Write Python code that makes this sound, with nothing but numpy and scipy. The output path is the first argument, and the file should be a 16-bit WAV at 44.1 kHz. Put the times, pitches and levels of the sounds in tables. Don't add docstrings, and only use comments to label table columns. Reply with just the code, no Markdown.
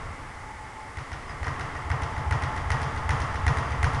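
import sys
import numpy as np
from scipy import signal
from scipy.fft import rfft, irfft, next_fast_len
from scipy.io import wavfile
from scipy.ndimage import uniform_filter1d

SR = 44100
rng = np.random.default_rng(int(sys.argv[2]) if len(sys.argv) > 2 else 0)


def put_to_file(sound):
    columns = np.atleast_2d(sound).T
    safe = np.clip(columns, -1, 1)
    whole_steps = np.round(safe * 32767)
    wavfile.write(sys.argv[1], SR, whole_steps.astype(np.int16))


N = 176400
LEAD_S = .25
LEAD = int(LEAD_S * SR)
TIME = np.arange(N + LEAD) / SR
HALL_BUILD_S = 0.047

# start_s, boom_db, knock_db, snap_db
HITS = [(-.09, -4, -8.5, -11), (0.9704, -11, -12.5, -11), (1.1163, -13, -12, -12),
        (1.2939, -17.5, -13, -16), (1.43, -19, -8, -10.5), (1.4664, -6.5, -6, -9.5),
        (1.5951, -11, -9.5, -8.5), (1.751, -13, -12.5, -15), (1.9013, -2, -3, -9),
        (2.0191, -6.5, -11.5, -8), (2.165, -7, -11, -13.5), (2.3095, -0.5, -1.5, -5),
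        (2.4218, -7, -8, -7.5), (2.5637, -14, -12, -10), (2.7035, -1.5, -1, -2.5),
        (2.8164, -6.5, -14.5, -7.5), (2.9622, -11.5, -10.5, -11), (3.0919, 0, -0.5, -2),
        (3.2029, -5, -10.5, -7), (3.3426, -9, -11.5, -10), (3.4656, 2.5, 0.5, -2), (3.5707, -5, -8.5, -6.5),
        (3.706, -8, -11, -11), (3.8288, 1.5, -0.5, -1.5), (3.933, -4.5, -15, -8.5)]


def bag_contacts(shape, t60_s, crossover_hz=2700):
    knock, snap = np.zeros((2, len(TIME)))
    for start_s, _, knock_db, snap_db in HITS:
        stretch = from_db(-0.26 * knock_db)
        push = shape(t60_s * stretch, size=2048)
        top_hz = np.clip(12000 + 378 * snap_db, SR / 20, SR * .45)
        dulled = signal.lfilter(*signal.butter(2, top_hz, fs=SR), push)
        add(knock, from_db(knock_db) * push, start_s + LEAD_S)
        add(snap, from_db(snap_db) * dulled, start_s + LEAD_S)
    low, high = (np.tile(signal.butter(2, crossover_hz, kind, fs=SR, output="sos"), (2, 1))
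                 for kind in ("low", "high"))
    return signal.sosfilt(low, knock) + signal.sosfilt(high, snap)


def bag_slaps():
    # pitch_hz, gain_db
    slap_spectrum = [(200, -26), (500, -10), (900, 6), (1400, 5), (1950, -16), (2600, -6), (3900, -13),
                     (5000, -13), (6800, -12), (8300, -17), (10000, -8.5), (11500, -23)]
    # pitch_hz, gain_db
    echo_spectrum = [(200, -26), (500, -4.5), (900, -19), (1400, 16.5), (2000, 12), (2600, 0.5), (4200, -3),
                     (5800, -0.5), (7700, -19), (9600, -4), (11500, -71)]
    out = from_db(4.5) * colour(bag_contacts(burst, t60_s=0.0243), slap_spectrum)
    echo = colour(bag_contacts(reflections, t60_s=0.031), echo_spectrum)
    add(out, from_db(-1) * echo, start_s=.0134)
    return out


def thuds():
    # start_s, level_db
    punches = [(1.407, -25), (1.85, -27), (2.260, -20.5), (2.652, -23.5), (3.045, -22.5), (3.423, -21.5),
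               (3.785, -20.5)]
    # pitch_hz, level_db, delay_s, length_s
    booms = [(81, -16.5, -0.00072, 0.031), (131.3, -22, .029, 0.039)]
    out = np.zeros(len(TIME))
    for start_s, db in punches:
        add(out, from_db(db) * swell(hz=71.8, length_s=.04), start_s + LEAD_S)
    for start_s, boom_db, _, _ in HITS:
        for hz, db, delay_s, length_s in booms:
            add(out, from_db(boom_db + db) * swell(hz, length_s), start_s + delay_s + LEAD_S)
    return out


def platform_ring():
    # pitch_hz, level_db, t60_s
    modes = [(278.4, -49, 3), (444.6, -43, 1.2), (729, -36.5, 0.22), (1114, -64, 0.15), (1903, -31, 0.36),
             (2010, -70, 0.19), (2030, -19, 0.024)]
    t = TIME[:SR]
    return sum(from_db(db) * np.sin(2 * np.pi * hz * t) * decay(t, t60_s) for hz, db, t60_s in modes)


def ringing():
    response = gym_response()
    add(response, platform_ring(), start_s=0)
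    return through(bag_contacts(burst, t60_s=0.01476), response)


def swivel_squeak(peak_s=1.303, half_length_s=0.021):
    squeak = np.sqrt(len(TIME)) * noise_band(hz=5010, width_hz=110)
    envelope = np.exp(-((TIME - LEAD_S - peak_s) / half_length_s) ** 2)
    return from_db(-52.5) * squeak * envelope


def gym_response():
    # pitch_hz, gain_db
    scatter_spectrum = [(200, -0.5), (500, 6.5), (800, 7), (1100, 9.5), (1500, -6), (2000, -1.5),
                        (2500, -2), (3200, -8), (4200, -15.5), (5000, -9), (6800, -11.5), (8000, -31),
                        (9800, -15.5), (11500, -40)]
    response = from_db(13) * hall_tail()
    scatter = colour(reflections(t60_s=0.23), scatter_spectrum)
    add(response, from_db(4.5) * scatter, start_s=0.02)
    far_wall = resonate(reflections(t60_s=0.19), hz=860, width_hz=590)
    far_wall = resonate(far_wall, hz=860, width_hz=1180)
    add(response, from_db(12.5) * far_wall, start_s=.040)
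    return response


def hall_tail():
    # pitch_hz, t60_s
    decay_times = [(80, 3.1), (300, 2.28), (1000, 2.8), (2000, 2.53), (5000, 1.5), (10000, 0.66)]
    # pitch_hz, gain_db
    hall_spectrum = [(60, 4.5), (140, 0), (190, 0.5), (280, -0.5), (520, -4.5), (820, 1), (1250, 4.5),
                     (1520, -3), (1950, -0.5), (2450, -11.5), (3300, -12.5), (4200, -21), (4900, -15.5),
                     (6800, -21), (8000, -27), (9800, -19), (11500, -92)]
    t = TIME[:2 * SR]
    white, hz = rfft(rng.standard_normal(len(t))), np.fft.rfftfreq(len(t), 1 / SR)
    centres_hz = np.geomspace(50, 12800, 9)
    tail = np.zeros(len(t))
    for centre in centres_hz:
        octave = at_hz(np.c_[centres_hz, centres_hz == centre], hz)
        tail += irfft(white * octave) * decay(t, at_hz(decay_times, centre))
    build = 1 - np.exp(-t / HALL_BUILD_S)
    return colour(unit_energy(tail * build), hall_spectrum)


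def hall_rumble(thumps):
    # pitch_hz, relative_db
    rumble_spectrum = [(15, -5), (28, -14), (45, -8), (62, 2), (90, 4.5), (135, -1), (175, -13.5),
                       (300, -34.5), (900, -58.5)]
    t = TIME[:2 * SR]
    fade = unit_energy(decay(t, t60_s=2) * (1 - np.exp(-t / HALL_BUILD_S)))
    level = np.sqrt(np.abs(through(thumps ** 2, fade ** 2)))
    rumble = np.sqrt(len(TIME)) * unit_energy(colour(rng.standard_normal(len(TIME)), rumble_spectrum))
    return from_db(-8) * level * rumble


def fan(tone_hz=871.6, waver_hz=9):
    # pitch_hz, relative_db
    air_spectrum = [(15, -14.5), (28, 4.5), (45, -2.5), (80, -0.5), (130, -5.5), (170, -13.5), (280, -12),
                    (500, -14.5), (700, -13.5), (860, -9.5), (970, -12.5), (1150, -9), (1550, -15.5),
                    (2100, -10), (2400, -22), (3100, -25.5), (4000, -31), (4900, -28.5), (7000, -31.5),
                    (9500, -33), (11000, -37), (12500, -47)]
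    # pitch_hz, width_hz, level_db
    whine_bands = [(869.6, 40, -8.5), (821, 86, -10), (1060, 25, -16.5)]
    # time_s, level_db
    whine_levels = [(0, -65), (.3, -45), (.55, -41.5), (.9, -41.5), (1.1, -60), (1.85, -41), (2.2, -35),
                    (2.7, -35.5), (3.05, -36), (3.4, -38), (4, -38.5)]
    n = len(TIME)
    rush = unit_energy(colour(rng.standard_normal(n), air_spectrum))
    whine = sum(from_db(db) * noise_band(hz, width_hz) for hz, width_hz, db in whine_bands)
    waver = np.sqrt(n) * unit_energy(uniform_filter1d(rng.standard_normal(n), size=2000))
    tone = np.sin(2 * np.pi * np.cumsum(tone_hz + waver_hz * waver) / SR)
    whine += from_db(-8.5) * unit_energy(tone)
    whine_db = np.interp(TIME - LEAD_S, *np.transpose(whine_levels))
    return np.sqrt(n) * (from_db(-41.5) * rush + from_db(whine_db) * whine)


def burst(t60_s, size):
    fall = decay(TIME[:size], t60_s) + 1e-12
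    limit = 2 * unit_energy(fall)
    x = rng.standard_normal(size) * fall
    for _ in range(4):
        flattened = irfft(np.exp(1j * np.angle(rfft(x))))
        x = np.clip(flattened, -limit, limit)
    return unit_energy(x)


def reflections(t60_s, size=65536):
    return unit_energy(rng.standard_normal(size) * decay(TIME[:size], t60_s))


def swell(hz, length_s):
    t = TIME[:int(length_s * SR)]
    return -np.sin(2 * np.pi * hz * t) * np.sin(np.pi * t / length_s) ** 0.87


def noise_band(hz, width_hz):
    once = resonate(rng.standard_normal(len(TIME)), hz, width_hz)
    return unit_energy(resonate(once, hz, width_hz))


def resonate(x, hz, width_hz):
    r = np.exp(-np.pi * width_hz / SR)
    feedback = [1, -2 * r * np.cos(2 * np.pi * hz / SR), r * r]
    return signal.lfilter(np.array([1, 0, -1]) * (1 - r * r) / 2, feedback, x + 1e-18)


def colour(x, spectrum):
    n = 2 * next_fast_len(len(x))
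    gain = from_db(at_hz(spectrum, np.fft.rfftfreq(n, 1 / SR)))
    cepstrum = irfft(np.log(gain))
    cepstrum[1:n // 2] *= 2
    cepstrum[n // 2 + 1:] = 0
    return irfft(rfft(x, n) * np.exp(rfft(cepstrum)))[:len(x)]


def at_hz(points, hz):
    points_hz, values = np.transpose(points)
    return np.interp(np.log(np.maximum(hz, 1)), np.log(points_hz), values)


def from_db(db):
    return 10 ** (np.asarray(db) / 20)


def unit_energy(x):
    return x / np.sqrt(np.sum(x ** 2) + 1e-20)


def decay(t, t60_s):
    return np.exp(-np.log(1000) * t / t60_s)


def add(out, x, start_s):
    i = max(int(round(start_s * SR)), 0)
    out[i:i + len(x)] += x[:max(len(out) - i, 0)]


def through(x, response):
    return signal.fftconvolve(x, response)[:len(x)]


def scene():
    thumps = thuds()
    mix = bag_slaps() + ringing() + thumps + hall_rumble(thumps) + swivel_squeak() + fan()
    return mix[None, LEAD:]


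def record(dry):
    rolloff_hz, cutoff_hz = 10870, 12300
    dull = signal.sosfilt(signal.butter(8, rolloff_hz, fs=SR, output="sos"), dry)
    return signal.sosfilt(signal.ellip(10, .1, 80, cutoff_hz, fs=SR, output="sos"), dull)


dry = scene()
out = record(dry)
put_to_file(out)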